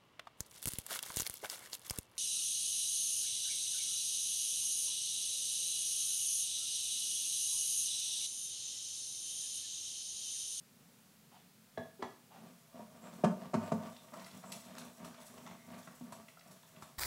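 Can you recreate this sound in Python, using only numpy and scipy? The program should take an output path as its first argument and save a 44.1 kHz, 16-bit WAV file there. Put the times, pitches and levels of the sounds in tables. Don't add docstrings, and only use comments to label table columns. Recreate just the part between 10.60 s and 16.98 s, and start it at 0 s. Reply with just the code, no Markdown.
import sys
import numpy as np
from scipy import signal
from scipy.fft import rfft, irfft, next_fast_len
from scipy.io import wavfile

SR = 44100
rng = np.random.default_rng(int(sys.argv[2]) if len(sys.argv) > 2 else 0)


def materialize(psi):
    bounded = np.clip(np.atleast_2d(psi).T, -1, 1)
    quanta = np.round(bounded * 32767).astype(np.int16)
    wavfile.write(sys.argv[1], SR, quanta)


N = 281358

# start in seconds, length in seconds,
# drag on the base in dB, rubbing on the wall in dB, batter squelch in dB (all before the layers' own trims).
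STROKES = [(.19, .04, -63, -78, -78), (1.782, .11, -54.5, -60.5, -73), (2.176, 0.043, -61, -50, -72),
           (2.352, 0.037, -55, -59.5, -81), (2.451, 0.025, -49, -49.5, -70),
           (2.538, 0.068, -50, -57, -66.5), (2.813, .05, -46.5, -52.5, -71), (3.03, 0.052, -45, -44.5, -63),
           (3.224, 0.05, -47.5, -46, -63.5), (3.543, 0.075, -52, -54.5, -63.5),
           (3.754, 0.019, -50, -58, -60), (3.856, .11, -52.5, -53, -62.5),
           (4.073, 0.21, -52.5, -56.5, -61.5), (4.42, 0.076, -49.5, -53.5, -70),
           (4.589, .04, -59.5, -56.5, -59), (4.724, 0.24, -53.5, -59, -64.5),
           (5.092, 0.097, -51, -54.5, -64), (5.273, 0.05, -56.5, -59.5, -72),
           (5.462, 0.15, -55, -58, -71.5), (5.863, 0.071, -58.5, -60.5, -69), (6.147, 0.14, -59, -61, -71)]
# start in seconds, level in dB.
FLICKS = [(3.536, -66), (3.662, -59.5), (3.919, -48), (4.048, -64.5), (4.182, -53), (4.446, -56),
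          (4.613, -62), (4.664, -58), (5.187, -62), (5.522, -56.5), (5.685, -66), (5.911, -62),
          (6.222, -60)]
# pitch in Hz, level in dB, time to fade by 60 dB in seconds (when struck).
BOWL = [(105.1, -13, 0.41), (150, -26, 0.23), (174, -2, 0.21), (189.2, -5, 0.31), (216.7, 0.5, 0.26),
        (240.7, -5, 0.44), (352, -13.5, 0.044), (385.8, -9.5, 0.12), (450, -13, 0.062), (520, -12.5, 0.14),
        (630, -6, 0.07), (673, -3.5, 0.14), (675.6, -14.5, 0.066), (762, -36, 0.19), (851, -33, 0.45),
        (926.4, -9, 0.17), (1105, -17.5, 0.11), (1159, -10.5, 0.11), (1307, -38, 0.14), (1456, -23, 0.2),
        (1710, -28, 0.19), (2440, -30, 0.17), (2800, -31, 0.13)]


def from_db(db):
    return 10 ** (np.asarray(db) / 20)


def to_db(gain):
    return 20 * np.log10(gain + 1e-9)


def rms_one(x):
    return x / np.sqrt(np.mean(x ** 2) + 1e-20)


def seconds(length):
    return np.arange(int(length * SR)) / SR


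def at_hz(points, hz):
    known_hz, values = np.transpose(points)
    return np.interp(np.log(np.maximum(hz, 1)), np.log(known_hz), values)


def add(track, s, sound):
    start = int(s * SR)
    track[start:start + len(sound)] += sound[:N - start]


def colour(x, spectrum):
    size = next_fast_len(N)
    gains = from_db(at_hz(spectrum, np.fft.rfftfreq(size, 1 / SR)))
    return rms_one(irfft(rfft(x, size) * gains, size)[:N])


def drift(rate):
    knots = rng.standard_normal(4000)
    return rms_one(np.interp(np.arange(N) / SR * rate, np.arange(len(knots)), knots))


def grains(per_s, spread_db, clump_db, clump_rate):
    sizes = from_db(spread_db * np.minimum(rng.exponential(1, N), 4))
    signed_sizes = sizes * rng.choice([-1, 1], N)
    happens = rng.random(N) < per_s / SR
    return signed_sizes * happens * from_db(clump_db * drift(clump_rate)) + 1e-18


def resonate(x, hz, width_hz):
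    r = np.exp(-np.pi * width_hz / SR)
    feed = np.array([1, 0, -1]) * (1 - r * r) / 2
    feedback = [1, -2 * r * np.cos(2 * np.pi * hz / SR), r * r]
    return signal.lfilter(feed, feedback, x)


def air():
    # frequency in Hz, relative level in dB per Hz.
    air_spectrum = [(15, -82), (25, -6), (69, -41), (93, -7), (164, 3), (322, -16), (410, -12.5),
                    (826, -14.5), (1170, -15), (1300, -14.5), (1620, -16), (15500, -20)]
    return from_db(-65) * colour(rng.standard_normal(N), air_spectrum)


def resting():
    until_s, level_db, waver_db, waver_per_s = 2, -67, 1, 9
    wavering_db = level_db + waver_db * drift(waver_per_s)
    return np.where(np.arange(N) < until_s * SR, wavering_db, -np.inf)


def pressure(levels_db, release_db_per_s, glide_db):
    attack_db_per_s, turn_s = 252, 0.27
    t, out = np.arange(N) / SR, np.full(N, -np.inf)
    for (s, length, *_), db in zip(STROKES, levels_db):
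        before = np.maximum(s - t, 0)
        after = np.maximum(t - s - length, 0)
        glide = glide_db - release_db_per_s * np.maximum(t - s - turn_s, 0)
        easing = np.maximum(-release_db_per_s * after, glide)
        out = np.maximum(out, db - attack_db_per_s * before + easing)
    return out


def rubbing(drag_db, wall_db, split_hz=470, drag_tilt_db=0.5, wall_tilt_db=2.0, slosh_db=0.0,
            damping_hz=0.62, catch_db=-8):
    # frequency in Hz, relative level in dB per Hz.
    slosh_spectrum = [(400, -4.5), (640, 16), (800, -4.5), (1150, 8.5), (1400, -17), (2400, -32)]
    catches = rms_one(grains(per_s=70, spread_db=2.5, clump_db=1.0, clump_rate=25))
    slips = rms_one(grains(per_s=1200, spread_db=1.0, clump_db=1.0, clump_rate=69))
    slips = slips + from_db(catch_db) * catches
    base, wall = np.zeros(N), np.zeros(N)
    for hz, db, t60 in BOWL:
        octaves = np.log2(hz / split_hz)
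        width = np.log(1000) / (np.pi * t60) + damping_hz
        ring = t60 * resonate(slips, hz, width)
        if hz < split_hz:
            base += from_db(db + drag_tilt_db * octaves) * ring
        else:
            wall += from_db(db + wall_tilt_db * octaves) * ring
    wall = rms_one(rms_one(wall) + from_db(slosh_db) * colour(slips, slosh_spectrum))
    return from_db(drag_db - 3.5) * rms_one(base) + from_db(wall_db - 3.5) * wall


def squelch(level_db, cycles=9.6):
    # frequency in Hz, relative level in dB.
    squelch_spectrum = [(600, 17), (1300, 6.5), (2000, 3.5), (2600, 1.5), (3500, 4), (5000, -4.5),
                        (8000, -4)]
    tears = grains(per_s=900, spread_db=-0.5, clump_db=6.0, clump_rate=60)
    pitches = np.geomspace(900, 7000, 16)
    dealt = rng.integers(0, len(pitches), N)
    cavities = np.zeros(N)
    for k, hz in enumerate(pitches):
        cavities += resonate(tears * (dealt == k) + 1e-18, hz, hz / cycles)
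    return from_db(level_db - 3.0) * colour(cavities, squelch_spectrum)


def bursts(hits, spectrum, attack_s, hold_s, t60):
    t, envelope = seconds(.15), np.zeros(N)
    for s, db in hits:
        fade = from_db(db - 60 * np.maximum(t - hold_s, 0) / t60)
        add(envelope, s, fade * np.minimum(t / attack_s, 1))
    return envelope * colour(rng.standard_normal(N), spectrum)


def wires(scrape_db, ring_db=4.5):
    # pitch in Hz, width in Hz, relative level in dB.
    wire_modes = [(2040, 80, -2), (3680, 80, -4), (4220, 45, 0), (4450, 50, -3), (5400, 50, -4),
                  (5740, 55, -3), (7780, 160, -4), (9640, 50, -6), (11200, 90, -8)]
    # frequency in Hz, relative level in dB per Hz.
    scrape_spectrum = [(2000, -59), (4000, -15), (5500, 2), (8000, 3), (10500, 1), (13000, -1.5),
                       (15500, -0.5)]
    flick_spectrum = [(500, -32), (1500, -12), (4000, 4.5), (8000, 5.5), (11000, 5), (15500, -8)]
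    scratches = grains(per_s=9100, spread_db=1.0, clump_db=4.0, clump_rate=120)
    scratch = from_db(scrape_db - 5.5) * colour(scratches, scrape_spectrum)
    touch = scratch + bursts(FLICKS, flick_spectrum, attack_s=0.00061, hold_s=0.0059, t60=0.098)
    ring = sum(from_db(db) * resonate(touch, hz, width) for hz, width, db in wire_modes)
    return touch + from_db(ring_db) * ring


def squeaks():
    # start in seconds, length in seconds, pitch in Hz, width in Hz, level in dB.
    contacts = [(0.707, 0.075, 815, 260, -64.5), (.72, 0.093, 3160, 800, -73), (1.39, .036, 390, 33, -49.5),
                (1.699, 0.1, 734, 260, -61), (1.70, 0.079, 2920, 900, -77),
                (2.409, 0.077, 7520, 250, -68.5), (3.027, .06, 7800, 300, -68),
                (3.308, 0.11, 3600, 150, -70), (3.847, 0.046, 7700, 260, -63),
                (4.831, 0.37, 2090, 90, -71.5)]
    out = np.zeros(N)
    for s, length, hz, width, db in contacts:
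        size = len(seconds(length))
        tone = rms_one(resonate(rng.standard_normal(SR), hz, width)[-size:])
        add(out, s, from_db(db) * tone * signal.windows.tukey(size, .4))
    return out


def knocks(hits, modes, crack, build_s, low_hz, vary_db, detune=0.0154):
    hz, mode_db, t60 = np.array(modes).T[:, :, None]
    t, out = seconds(.6), np.zeros(N)
    build_up = 1 - np.exp(-(t / build_s) ** 2 * hz / low_hz)
    envelopes = from_db(mode_db - 60 * t / t60) * build_up
    low = 1 / (1 + (hz / low_hz) ** 4)
    for s, db, weight_db, crack_db in hits:
        strength, shift = rng.standard_normal((2, *hz.shape))
        tuned_hz = hz * (1 + detune * (1 - low) * shift)
        rings = np.sin(2 * np.pi * tuned_hz * t) * envelopes
        add(out, s, (from_db(db + weight_db * low + vary_db * strength) * rings).sum(axis=0))
    contacts = [(s, crack_db) for s, _, _, crack_db in hits]
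    return out + bursts(contacts, crack, attack_s=0.0053, hold_s=0.0051, t60=0.06)


def rim_knocks():
    # start in seconds, level in dB, extra weight of the low modes in dB, contact crack in dB.
    rim_hits = [(1.1738, -36, 1.5, -45), (1.4218, -38, -1.5, -37)]
    # pitch in Hz, level in dB, time to fade by 60 dB in seconds.
    whisk_modes = [(111.4, -13, 0.16), (151, -2.5, 0.095), (191, -20.5, 0.75), (240.5, -11, 0.31),
                   (397, -4, 0.097), (430, -7.5, 0.074), (620, -7, 0.025), (619, -7.5, 0.18),
                   (662.5, -0.5, 0.078), (946, -20.5, 0.25), (1094, -21.5, 0.19), (1125, -11, 0.094),
                   (1677, -18, 0.28), (1715, -13, 0.095), (3390, -14, 0.048), (3910, -26, 0.15)]
    # frequency in Hz, relative level in dB per Hz.
    rim_crack = [(500, 9.5), (1050, 15.5), (1400, 0), (1900, 8.5), (2600, -6), (4500, -7.5), (6300, -10.5),
                 (15000, -36)]
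    return knocks(rim_hits, whisk_modes, rim_crack, build_s=0.0029, low_hz=324, vary_db=2.5)


def bowl_bumps():
    # start in seconds, level in dB, extra weight of the low modes in dB, contact crack in dB.
    bumps = [(2.141, -61, 12, -76), (2.192, -47.5, 1.5, -68), (2.636, -23.5, -0.5, -38),
             (2.6415, -25, -5.5, -33), (2.9325, -36, -7, -46), (2.938, -32.5, 2.5, -36.5),
             (2.946, -35, 4, -47.5), (3.117, -29, -3, -37.5), (3.535, -51, -7, -46.5),
             (3.837, -66, -20, -54), (5.272, -63.5, 14, -50.5), (5.408, -54, 7.5, -66),
             (5.520, -47.5, -19, -46.5), (6.220, -71, -14, -46.5)]
    # pitch in Hz, level in dB, time to fade by 60 dB in seconds.
    thud_modes = [(172, -3, 0.013), (417, -2, 0.076), (630, 2, 0.061), (1067, -14, 0.039)]
    # frequency in Hz, relative level in dB per Hz.
    bowl_crack = [(200, 14), (500, 3), (1150, 18), (1600, 4.5), (2400, 0), (3300, -7.5), (6700, -5.5),
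                  (9000, -11), (15000, -37)]
    return knocks(bumps, BOWL + thud_modes, bowl_crack, build_s=0.0038, low_hz=362, vary_db=3.5)


def pops(cycles=8.4, rise=0.046, scatter=0.12, spread_s=.006, count=4):
    # start in seconds, level of each bubble in dB, middle pitch in Hz.
    pockets = [(3.365, -44.5, 4000), (3.535, -43.5, 1070), (3.645, -41.5, 4960), (3.664, -43.5, 2290),
               (3.712, -46.5, 3780), (3.839, -41.5, 1010), (3.921, -34.5, 3900), (5.274, -43.5, 1650),
               (5.684, -44.5, 2290), (5.772, -47.5, 1300), (5.794, -47.5, 4900), (5.810, -50.5, 2100),
               (6.163, -49, 3080)]
    t, out = seconds(.05), np.zeros(N)
    for s, db, hz in pockets:
        for k in range(count):
            pitch = hz * np.exp(scatter * rng.standard_normal())
            age = t * pitch / cycles
            rising_hz = pitch * (1 + rise * np.minimum(age, 1))
            phase = 2 * np.pi * np.cumsum(rising_hz) / SR
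            add(out, s + spread_s * k / count, from_db(db - 60 * age) * np.sin(phase))
    return out


def spatter():
    above_flick_db, t60_s = 2, 0.088
    t, out = seconds(.3), np.zeros(N)
    for s, db in FLICKS:
        add(out, s, from_db(db + above_flick_db - 60 * t / t60_s))
    return out


def echo(x):
    delay_s, level_db, top_hz = .039, -17, 463
    late = np.interp(np.arange(N) - delay_s * SR, np.arange(N), x, left=0)
    low_pass = signal.butter(1, top_hz, fs=SR, output="sos")
    return x + from_db(level_db) * signal.sosfilt(low_pass, late + 1e-18)


def kitchen(x, wet_db, gap_s=0.0085):
    # frequency in Hz, time to fade by 60 dB in seconds.
    fade_times = [(100, 0.28), (500, 0.4), (2000, 0.37), (8000, 0.49), (15000, 0.34)]
    t = seconds(.6)
    white, tail = rng.standard_normal((2, len(t))), 0
    edges = np.geomspace(62, 16000, 9)
    for k, (low, high) in enumerate(zip(edges, edges[1:])):
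        band_pass = signal.butter(2, [low, high], "band", fs=SR, output="sos")
        band = signal.sosfilt(band_pass, white[k % 2])
        tail = tail + band * from_db(-60 * t / at_hz(fade_times, np.sqrt(low * high)))
    tail = tail * (1 - np.exp(-(t / gap_s) ** 2))
    tail = tail / np.sqrt(np.sum(tail ** 2))
    return x + from_db(wet_db) * signal.fftconvolve(x, tail)[:N]


def scene():
    _, _, drags, walls, wets = np.transpose(STROKES)
    steel = dict(release_db_per_s=210, glide_db=-15)
    drag_db = np.maximum(pressure(drags, **steel), resting())
    wall_db = pressure(walls, **steel)
    wet_db = pressure(wets, release_db_per_s=70, glide_db=-2.5)
    squelch_db = to_db(np.hypot(from_db(wet_db), spatter()))
    scrape_db = -20 + 0.69 * wet_db
    batter = squelch(squelch_db) + pops() + wires(scrape_db) + squeaks()
    bowl = echo(bowl_bumps()) + rubbing(drag_db, wall_db)
    sound = kitchen(bowl, wet_db=-8) + kitchen(echo(rim_knocks()) + batter, wet_db=-4.0)
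    low_cut = signal.butter(4, 98, "high", fs=SR, output="sos")
    return (signal.sosfilt(low_cut, sound) + air())[None]


def record(dry):
    return signal.sosfilt(signal.ellip(12, .1, 70, 15750, fs=SR, output="sos"), dry)


dry = scene()
out = record(dry)
materialize(out)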